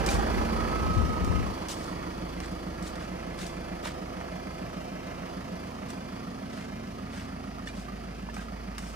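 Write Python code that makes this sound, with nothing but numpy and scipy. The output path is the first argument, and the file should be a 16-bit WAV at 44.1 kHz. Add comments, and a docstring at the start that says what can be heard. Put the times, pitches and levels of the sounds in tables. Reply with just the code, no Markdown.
"""On a brick yard a four-cylinder diesel van idles while someone walks from its bonnet round to its side.
Every firing booms and clatters: tones locked to the crankshaft, and noise that swells with each ignition.
Once a cycle a resonance gives a hollow throb; a knock and a pulley whine are strongest near the bonnet.
Gusts rumble on the microphone at first as low noise, apart at each port.
Shoes scuff and click on gritty paving: friction noise and ringing grains, with short hollow knocks."""
import sys
import numpy as np
from scipy import signal
from scipy.fft import rfft, irfft, next_fast_len
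from scipy.io import wavfile

SR = 44100
rng = np.random.default_rng(int(sys.argv[2]) if len(sys.argv) > 2 else 0)


def unload_audio(sound):
    """Save the sound as a 16-bit wav file, at the path given as the first command line argument."""
    columns = np.transpose(np.atleast_2d(sound))
    # keep every value between -1 and 1, then stretch to whole-number steps
    steps = np.round(np.clip(columns, -1, 1) * 32767)
    wavfile.write(sys.argv[1], SR, steps.astype(np.int16))


N = 394694
TIME_S = np.arange(N) / SR
PADDED = next_fast_len(N, True)          # samples in a spectrum
SIDES = np.array([[.5], [-.5]])          # shares a left-right difference between the two ports

IDLE_RPM = 799.1
CYCLE_HZ = IDLE_RPM / 120                # a four-stroke cycle takes two revolutions

# Strength of the four firings, one per cylinder. Each entry: relative level in dB.
CYLINDER_DB = [-6.5, -7.5, -6.5, -7.5]
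# Level difference of the two microphone ports. Each row: frequency in Hz, left over right in dB.
LEAN_DB = [(60, -1.5), (99, -2), (160, -1.5), (270, -0.5), (450, -3.5), (740, -5.5), (1220, -6), (2010, -5),
           (3330, 2), (5500, 6.5), (9080, -0.5), (15000, 0.5)]
# Phase difference of the two microphone ports. Each row: frequency in Hz, left's lead in radians.
LEAD_RAD = [(60, -0.16), (250, -0.49), (480, -1.69), (1000, -2.02), (1700, -1.4), (2700, -1.02),
            (5000, -1.56), (14000, -1)]


def from_db(db):
    """Decibels to gain."""
    return 10 ** (np.asarray(db) / 20)


def rms_one(x):
    """Scale so that the centre of the stereo image has rms 1."""
    centre = np.atleast_2d(x).mean(axis=0)
    return x / np.sqrt(np.mean(centre ** 2) + 1e-20)


def in_time(rows):
    """Each column of a curve table at every sample."""
    s, *columns = np.transpose(rows)
    return [np.interp(TIME_S, s, column) for column in columns]


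def at_hz(points, hz):
    """Read a table on a log-frequency axis."""
    table_hz, values = np.transpose(points)
    return np.interp(np.log(hz + 1e-9), np.log(table_hz), values)


def drift(rate):
    """Smooth chance with a spread near 1; rate is random points a second."""
    knots = rng.standard_normal(int(N / SR * rate) + 2)
    return np.interp(TIME_S * rate, np.arange(len(knots)), knots)


def bins():
    """Frequencies of the padded spectrum in Hz."""
    return np.arange(PADDED // 2 + 1) * SR / PADDED


def colour(spectrum):
    """Gain per frequency, falling steeply beyond the ends of the table."""
    hz = bins() + 1
    skirts = np.minimum(hz / spectrum[0][0], 1) * np.minimum(spectrum[-1][0] / hz, 1)
    return from_db(at_hz(spectrum, hz)) * skirts ** 8


def noise(gain, repeating=0):
    """Coloured noise as the two ports hear it: a direct part with a phase lag, and a diffuse part."""
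    # How alike the ports hear. Each row: frequency in Hz, direct share of the power from 0 to 1.
    likeness = [(50, 0.85), (270, 0.92), (500, 0.77), (1100, 0.81), (2000, 0.95), (4000, 0.31),
                (9000, 0.52), (14000, 0.52)]
    hz = bins()
    alike = np.clip(at_hz(likeness, hz), 0, 1)
    source = rms_one(rng.standard_normal(N) + repeating)
    direct = rfft(source, PADDED) * np.exp(1j * SIDES * at_hz(LEAD_RAD, hz))
    diffuse = rfft(rng.standard_normal((2, PADDED)))
    both = np.sqrt(alike) * direct + np.sqrt(1 - alike) * diffuse
    leaning = from_db(SIDES * at_hz(LEAN_DB, hz))
    return rms_one(irfft(both * gain * leaning, PADDED)[:, :N])


def tone(turns, hz):
    """A sine of rms 1 ahead of the ports' level difference; turns is its running phase."""
    angle = (2 * np.pi * (turns % 1) + SIDES * at_hz(LEAD_RAD, hz)).astype(np.float32)
    return np.sqrt(2) * np.sin(angle) * from_db(SIDES * at_hz(LEAN_DB, hz))


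def beam(at_s, spread_s, fade_db=11.0):
    """A part is loudest as the listener passes the spot that it faces."""
    off_axis = (TIME_S[::100] - at_s) / spread_s   # one value per 100 samples
    return np.repeat(from_db(-fade_db * np.log1p(off_axis ** 2)), 100)[:N]


def engine_tones(cycles):
    """Exhaust pulses and buzzing panels hold lines locked to the crankshaft; equal lines share a phase."""
    # Exhaust boom, twice a firing. Each row: time in seconds, level in dB.
    boom = [(0, -34), (1.3, -40.5), (1.55, -53), (2, -48), (2.25, -43.5), (5, -51.5), (6.3, -56.5),
            (7.9, -44.5), (8.95, -41.5)]
    # Buzzing parts, each loudest at its own spot along the walk.
    # Each row: multiple of the cycle rate, level in dB, loudest at in seconds, spread in seconds.
    harmonics = [(4, -53.5, .43, 4.5), (11, -56, 3, 1.6), (12, -44, .9, .6), (12, -52, 2.6, 2.7),
                 (12, -53.5, 7.3, 2.2), (16, -52, 6.3, 1.8), (20, -57, 6.9, 3), (23, -53, 3.6, 3),
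                 (34, -39.5, .45, .45), (34, -51, 6.5, .9), (34, -51.5, 8.5, .9), (40, -49, .9, 1.2),
                 (40, -48.5, 6.2, 2.6), (44, -56, 2.6, 2.3), (48, -48.5, 2.3, 1.7), (52, -46, .25, .5),
                 (52, -51, 2.6, 2.6), (56, -49, .2, .8), (56, -56.5, 6.2, 3), (66, -61, 7.8, 2),
                 (76, -49, .3, .8), (76, -52, 3.8, 2.5), (96, -56.5, 4.8, 1.8), (112, -61, 4, 1.4)]
    standing_wave_db, standing_waves_per_s = 1.8, 2.5   # the lines swell and fade gently
    phases = rng.random(200)
    order = 2 * len(CYLINDER_DB)
    out = from_db(in_time(boom)[0]) * tone(order * cycles + phases[order], order * CYCLE_HZ)
    for order, level_db, at_s, spread_s in harmonics:
        swell_db = standing_wave_db * drift(standing_waves_per_s)
        gain = from_db(level_db + swell_db) * beam(at_s, spread_s)
        out = out + gain * tone(order * cycles + phases[order], order * CYCLE_HZ)
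    return out


def firing_gate(cycles, delay, rise, fall, rest, uneven_db, pattern=CYLINDER_DB):
    """Each firing swells and dies over a steady rest; times are shares of the firing interval."""
    firings = len(pattern) * cycles - delay + len(pattern)
    which, age = firings.astype(int), firings % 1
    chance_db = uneven_db * rng.standard_normal(N // 100)[which]
    strength = from_db(np.take(pattern, which, mode="wrap") + chance_db)
    return rms_one(rest + strength * (1 - np.exp(-age / rise)) * np.exp(-age / fall))


def carried(source):
    """Gain of an engine noise along the walk: it loses a fixed amount each time the distance doubles."""
    # The walk away from the engine bay. Each row: time in seconds, distance in metres.
    walk = [(0, 1.17), (.3, 1.13), (1.25, 1.86), (2.1, 2.94), (3, 3.63), (5.3, 3.85), (7.3, 5.3),
            (8.95, 5.6)]
    near_db, loss_db = source
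    distance_m = np.maximum(in_time(walk)[0], .1)
    return from_db(near_db - loss_db * np.log2(distance_m))


def shifting(spectrum, repeating, depth_db, spacing_hz):
    """Countless small resonances make the colour uneven; its peaks and dips wander between two patterns."""
    knots = np.tanh(rng.standard_normal(4000))
    ripple = from_db(depth_db * np.interp(bins() / spacing_hz, np.arange(len(knots)), knots))
    peaks = noise(colour(spectrum) * ripple, repeating)
    dips = noise(colour(spectrum) / ripple, repeating)
    turn = 1.3 * drift(2.5)
    return np.cos(turn) * peaks + np.sin(turn) * dips


def tapping():
    """Each ignition sets off a bunch of metal taps, uneven in strength, that start at once and die fast."""
    # How hard each cylinder knocks. Each entry: relative level in dB.
    tap_cylinder_db = [0, -2.5, .5, .5]
    # Contacts bunched after each ignition. Each row: share of the firing interval, relative level in dB.
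    taps = [(.04, -7), (.17, -6), (.36, -7.5)]
    decay_s, jitter_s, uneven_db = .008, .001, 1.1
    rest = 1.2   # steady rattle relative to the rms of the taps
    firing_s = 1 / (len(CYLINDER_DB) * CYCLE_HZ)
    starts, hits = np.arange(0, N / SR, firing_s), np.zeros(N + SR)
    chance = np.clip(rng.standard_normal(len(starts)), -2, 1)
    firing_db = np.resize(tap_cylinder_db, len(starts)) + uneven_db * chance
    for share, level_db in taps:
        late, strong = rng.standard_normal((2, len(starts)))
        at_s = np.abs(starts + share * firing_s + jitter_s * late)
        tap_db = level_db + firing_db + uneven_db * np.minimum(strong, 2)
        hits[(at_s * SR).astype(int)] += from_db(tap_db) ** 2
    power = signal.lfilter([1], [1, -np.exp(-2 / (decay_s * SR))], hits[:N] + 1e-18)
    return rms_one(np.sqrt(rest ** 2 + power / power.mean()))


def engine_rings():
    """Shaken parts ring in narrow bands, their strength and phase wandering at the pace of their width."""
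    # Ringing engine parts. Each row: frequency in Hz, width in Hz, level in dB ahead of the wandering,
    # loudest at in seconds, spread in seconds.
    rings = [(802, 30, -40, .15, .27), (660, 110, -48, 4.1, 2.3), (691.5, 100, -53, 7.8, 2.2),
             (1041, 250, -44, .45, 1.4), (1550, 300, -45.5, .15, .4), (1290, 70, -48, .6, .5),
             (1046, 180, -56, 5.6, 1.4), (1295, 55, -59.5, 4.6, 2.9), (4350, 68, -64.5, .75, 1.5),
             (4850, 400, -67, 12, 13)]
    diffuse = .3   # share of the power that reaches each port on its own
    out = 0
    for hz, width_hz, level_db, at_s, spread_s in rings:
        gain = from_db(level_db) * beam(at_s, spread_s)
        for quarter in (0, 1 / 4):   # two carriers a quarter turn apart let the phase wander too
            shared, *own = (drift(2 * width_hz) for _ in range(3))
            wander = np.sqrt(1 - diffuse) * shared + np.sqrt(diffuse) * np.array(own)
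            out = out + gain * wander * tone(hz * TIME_S + quarter, hz)
    return out


def engine_noise(cycles):
    """Combustion shakes the block; valves and injectors make much the same rattle on every cycle."""
    # Noise colours from low to high. Each row: frequency in Hz, relative level in dB.
    low = [(40, -10), (65, -1), (100, -3.5), (140, 0), (185, 3.5), (260, -2.5), (340, -15), (420, -44)]
    middle = [(310, -2.5), (350, -4), (400, -3.5), (490, -2), (560, -4), (660, -6), (760, -8.5),
              (840, -11.5), (950, -11.5)]
    clatter_colour = [(820, -3), (950, -4), (1150, 1.5), (1300, 1.5), (1450, -5), (1700, -3), (2100, -5.5),
                      (2350, -7), (2600, -9), (3100, -32)]
    hiss_colour = [(2900, 7), (3300, 4.5), (3700, 0), (4300, 2), (5000, 1.5), (6500, -2.5), (7400, -8.5),
                   (8600, -8.5), (10100, -7.5), (11000, -11.5)]
    air_colour = [(9000, -5), (11000, 9), (14000, 22), (16000, 2)]
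    # Loss over distance, one pair per noise: level in dB at 1 m ahead of the firing swells,
    # dB lost each time the distance doubles.
    rumble_reach = (-37.5, 3.47)
    growl_reach = (-34.5, 6.96)
    clatter_reach = (-39.5, 5.17)
    hiss_reach = (-46.5, 4.82)
    # Ignition slap in each cylinder. Each entry: relative level in dB.
    slap_db = [1, -3.5, 5.5, 2.5]
    size = round(SR / CYCLE_HZ)
    rattle = rng.standard_normal(size)[(cycles % 1 * size).astype(int)]   # the same on every cycle
    # a negative delay comes early
    thump = firing_gate(cycles, delay=-.036, rise=.079, fall=.54, rest=.38, uneven_db=1.0)
    knock = firing_gate(cycles, delay=-.07, rise=.15, fall=.36, rest=.48, uneven_db=1.2)
    tick = firing_gate(cycles, delay=-.1, rise=.25, fall=.3, rest=.24, uneven_db=1.8)
    # ignition itself is a slap of a few milliseconds
    slap = firing_gate(cycles, delay=-.0009, rise=.02, fall=.036, rest=0, uneven_db=.5, pattern=slap_db)
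    rumble = carried(rumble_reach) * noise(colour(low), .45 * rattle)
    growl = carried(growl_reach) * noise(colour(middle), 1.05 * rattle)
    clatter = carried(clatter_reach) * shifting(clatter_colour, .7 * rattle, depth_db=6.5, spacing_hz=45)
    injectors = shifting(hiss_colour, .45 * rattle, depth_db=5.0, spacing_hz=60)
    air = from_db(-15.0) * noise(colour(air_colour))
    hiss = carried(hiss_reach) * (injectors + air)
    block = thump * rumble + np.hypot(thump, .25 * slap) * growl
    return block + tapping() * clatter + knock * engine_rings() + tick * hiss


def wind(lump_db=2.5):
    """Eddies buffet each port on its own: a breeze, and gusts that swell, hold and die."""
    # Colour of the buffeting. Each row: frequency in Hz, relative level in dB.
    buffeting = [(15, -19), (30, -10), (60, 5.5), (90, 4.5), (130, -4), (200, -1.5), (300, -10.5),
                 (600, -40)]
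    # Gusts on the microphone. Each row: fully swollen at in seconds, hold in seconds, level in dB,
    # left over right in dB.
    gusts = [(0.145, 0.037, -32.5, -3), (0.83, 0.057, -31.5, 3), (0.963, 0.13, -33, 14.5),
             (1.133, 0.06, -46, -1.5), (1.213, 0.029, -37, 12), (1.275, 0.065, -33.5, 10),
             (1.349, 0.022, -27.5, 11.5), (1.422, 0.073, -37.5, 11)]
    attack_s, release_s = .018, .037
    breeze_db, breeze_ends_s, breeze_fade_s = -38, 1.45, .03   # until the van gives shelter
    white = rfft(rng.standard_normal((2, PADDED)))
    eddies = rms_one(irfft(white * colour(buffeting), PADDED)[:, :N])
    shelter = (1 - np.tanh((TIME_S - breeze_ends_s) / breeze_fade_s)) / 2
    power = (from_db(breeze_db) * shelter) ** 2
    for s, hold_s, level_db, pan_db in gusts:
        swell = np.clip((TIME_S - s) / attack_s + 1, 0, 1)
        dying = np.exp(-np.clip((TIME_S - s - hold_s) / release_s, 0, 20))
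        power = power + (from_db(level_db + pan_db * SIDES) * swell * dying) ** 2
    return np.sqrt(power) * from_db(lump_db * drift(30.7)) * eddies


def grit(count=36):
    """Spectrum of sand cracking: grains ping at one of many pitches and reach the two ports unequally."""
    grains_per_s, spread_db = 11000, 2.8
    ring_cycles = 8   # cycles for a grain to fall to a third
    out, total = np.zeros((2, N)), int(grains_per_s * N / SR / count)
    for hz in np.geomspace(600, 14500, count):
        at, cracks = rng.integers(0, N, total), np.full((2, N), 1e-18)
        strength_db = spread_db * np.minimum(rng.exponential(1, total), 4)
        push = from_db(strength_db) * rng.choice([-1, 1], total)
        cracks[:, at] = push * (1 + .68 * rng.standard_normal((2, total)))
        r, w = np.exp(-hz / (ring_cycles * SR)), 2 * np.pi * hz / SR
        out += signal.lfilter([1 - r, 0, r - 1], [1, -2 * r * np.cos(w), r * r], cracks)
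    return rfft(out, PADDED) * from_db(SIDES * at_hz(LEAN_DB, bins()))


def footsteps(tail_s=.0097, catch_db=2.0, yard_db=-19, yard_s=.12, ripple_db=2.5):
    """Soles press, drag over cracking sand and lift; heels click and the walls answer faintly."""
    # Soles sliding on grit. Each row: start in seconds, nominal length in seconds, level in dB,
    # share of bright sand from 0 to 1.
    scuffs = [(0.073, 0.084, -38, 1), (1.687, 0.038, -36, 0.99), (1.724, 0.19, -53.5, 1),
              (2.424, 0.029, -43, 0.04), (2.825, 0.078, -48.5, 0.6), (2.932, 0.039, -49, 0),
              (2.988, 0.058, -47.5, 0.08), (3.371, 0.098, -43, 0.6), (3.822, 0.081, -47, 0.7),
              (3.836, 0.059, -38.5, 0.09), (5.88, 0.033, -52, 0.6), (6.477, 0.19, -48.5, 0.1),
              (7.104, 0.14, -47.5, 0.2), (7.655, 0.047, -47.5, 0.26), (7.72, 0.13, -54.5, 0.7),
              (8.342, .06, -55, 0.35), (8.399, 0.039, -47.5, 0.13), (8.773, 0.19, -53.5, 1)]
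    # Heel clicks and cracking grit. Each row: start in seconds, level in dB,
    # share of bright sand from 0 to 1, decay in seconds.
    clicks = [(.062, -32, 0.9, 0.0083), (1.247, -37, 1, 0.0013), (1.685, -37, 0.8, 0.0041),
              (2.402, -41.5, 0.8, 0.0033), (2.459, -45, 0.6, .003), (2.826, -45, 1, .003),
              (2.956, -45, 0.4, 0.0035), (3.466, -44, 1, .004), (5.903, -39.5, 0.6, 0.0026),
              (7.672, -53, 0.16, 0.012), (8.342, -48.5, 1, 0.0073), (8.364, -49, 0.5, 0.0044),
              (8.781, -36.5, 0.4, 0.0072)]
    # Colours of the dull sole and the bright sand. Each row: frequency in Hz, relative level in dB.
    sole_colour = [(400, 7), (900, 6), (1700, 9.5), (2600, 3.5), (4000, 1), (7000, -11.5), (15000, -33)]
    sand_colour = [(1200, -18), (3000, 10.5), (5000, 10), (7000, 9.5), (9500, 6), (11000, 0.5), (15000, -4)]
    rubbing = .8   # smooth friction of the sole, relative to the cracking grit
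    drag, click = np.zeros((2, 2, N))   # power of each, in rows of sole and sand
    catching = rms_one(from_db(catch_db * drift(110)))
    for s, length_s, level_db, sand in scuffs:
        near = slice(int(s * SR), int(s * SR) + SR // 2)
        age = np.maximum(TIME_S[near] - s, 0)
        press = 1 - np.exp(-age / (.27 * length_s))
        lift = np.exp(-np.maximum(age - .64 * length_s, 0) / (tail_s + .27 * length_s))
        drag[:, near] += np.outer([1 - sand, sand], (from_db(level_db) * press * lift * catching[near]) ** 2)
    for s, level_db, sand, decay_s in clicks:
        near = slice(int(s * SR), int(s * SR) + SR // 2)
        age = np.maximum(TIME_S[near] - s, 0)
        shape = np.exp(-age / decay_s) + from_db(yard_db) * np.exp(-age / yard_s)
        click[:, near] += np.outer([1 - sand, sand], (from_db(level_db) * shape) ** 2)
    grains, out = grit(), 0
    # an uneven colour, shared by clicks and friction
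    uneven = np.interp(bins(), np.linspace(0, SR / 2, 70), rng.standard_normal(70))
    ripple = from_db(ripple_db * uneven)
    for k, spectrum in enumerate((sole_colour, sand_colour)):
        crunch = rms_one(irfft(grains * colour(spectrum), PADDED)[:, :N])
        friction = noise(colour(spectrum) * ripple)
        out = out + np.sqrt(drag[k]) * rms_one(crunch + rubbing * friction)
        out = out + np.sqrt(click[k]) * friction
    return out


def knocks(attack_s=.0004):
    """Something hard is nudged and rings briefly; a harder contact wakes more of its upper modes."""
    # Short hollow knocks. Each row: start in seconds, pitch in Hz, level in dB ahead of summing the modes,
    # decay in seconds, slope of the upper modes in dB per octave.
    nudges = [(.088, 2400, -27, 0.006, -7), (2.403, 1150, -32.5, .0025, -10),
              (3.857, 950, -29.5, 0.004, -10), (4.211, 750, -32, 0.0031, -7),
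              (7.673, 1810, -37.5, 0.009, -9), (7.688, 2400, -42.5, .011, -14),
              (7.883, 1198, -40.5, .022, -22), (8.288, 950, -31.5, 0.0032, -19),
              (8.297, 1750, -40.5, .006, -18), (8.367, 800, -32, 0.004, -7), (8.381, 1600, -40, .004, -16),
              (8.393, 1600, -40, .009, -16), (8.484, 1280, -41.5, 0.007, -16)]
    # Modes of the knocked thing. Each entry: multiple of the pitch.
    mode_ratios = [0.996, 1.6, 1.92, 2.44, 3.05]
    out, age = np.zeros((2, N + SR)), np.arange(SR // 5) / SR
    for s, hz, level_db, decay_s, tilt_db in nudges:
        modes = 0
        for ratio in mode_ratios:   # each mode starts at a phase of its own
            mode = tone(ratio * hz * age + rng.random(), ratio * hz)
            modes = modes + from_db(tilt_db * np.log2(ratio)) * mode
        shape = (1 - np.exp(-age / attack_s)) * np.exp(-age / decay_s)
        start = int(s * SR)
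        out[:, start:start + len(age)] += from_db(level_db) * shape * modes
    return out[:, :N]


def seconds_from(cycles, place):
    """Time in seconds from the nearest passing of a place (0-1) in the engine cycle."""
    return ((cycles - place + .5) % 1 - .5) / CYCLE_HZ


def engine_clonk(cycles):
    """Once a cycle one cylinder knocks hollowly, a burst of noise heard close to the bonnet."""
    # Colour of the knock. Each row: frequency in Hz, relative level in dB.
    clonk_colour = [(820, -6.5), (920, -2.5), (1030, -2)]
    level_db, loudest_s, spread_s = -40, .69, .99
    swell = np.exp(-.5 * (seconds_from(cycles, .8) / .011) ** 2)   # spread .011 s
    return from_db(level_db) * beam(loudest_s, spread_s) * swell * noise(colour(clonk_colour))


def engine_throb(cycles):
    """Once a cycle the rocking engine sets a hollow resonance swelling and dying."""
    # The throb is faint at the bonnet, full along the side and higher by the open load door.
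    # Each row: time in seconds, level in dB relative to full, pitch in Hz.
    throb = [(.7, -20, 184), (1.7, -8, 182), (2.2, -2, 181), (4.5, -2.5, 183), (7, -1.5, 196)]
    full_db, uneven_db = -34, .5
    level_db, pitch_hz = in_time(throb)
    age = seconds_from(cycles, .852)
    swell = np.exp(-.5 * (age / .0095) ** 2)   # spread .0095 s
    gain = from_db(full_db + level_db + uneven_db * drift(CYCLE_HZ))
    return gain * swell * tone(pitch_hz * age, np.mean(pitch_hz))


def engine_whine():
    """A pulley sings on one fluttering, slightly unsteady note."""
    # The whine as the listener passes the corner of the bonnet.
    # Each row: time in seconds, level in dB, pitch in Hz.
    whine = [(.42, -62, 1250), (.54, -42.5, 1260), (.75, -39, 1285), (1.1, -39.5, 1270),
             (1.38, -42.5, 1270), (1.5, -56, 1275), (2, -72, 1275)]
    wobble_hz, flutter_db = 15, 2.2
    level_db, pitch_hz = in_time(whine)
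    turns = np.cumsum(pitch_hz + wobble_hz * drift(60)) / SR
    return from_db(level_db + flutter_db * drift(35)) * tone(turns, np.mean(pitch_hz))


def scene():
    """The idling van, the gusts, the steps and the knocks."""
    # engine cycles gone by; the governor lets the speed wander slightly
    cycles = CYCLE_HZ * TIME_S + .001 * drift(1.5)
    engine = engine_tones(cycles) + engine_noise(cycles)
    engine = engine + engine_clonk(cycles) + engine_throb(cycles) + engine_whine()
    return engine + wind() + footsteps() + knocks()


def record(dry):
    """The treble has a narrow dip, and the top is cut."""
    notch = signal.butter(2, [11500, 12900], "bandstop", fs=SR, output="sos")
    top = signal.ellip(10, .3, 80, 15500, fs=SR, output="sos")   # cut above 15500 Hz
    return signal.sosfilt(top, signal.sosfilt(notch, dry))


dry = scene()
out = record(dry)
unload_audio(out)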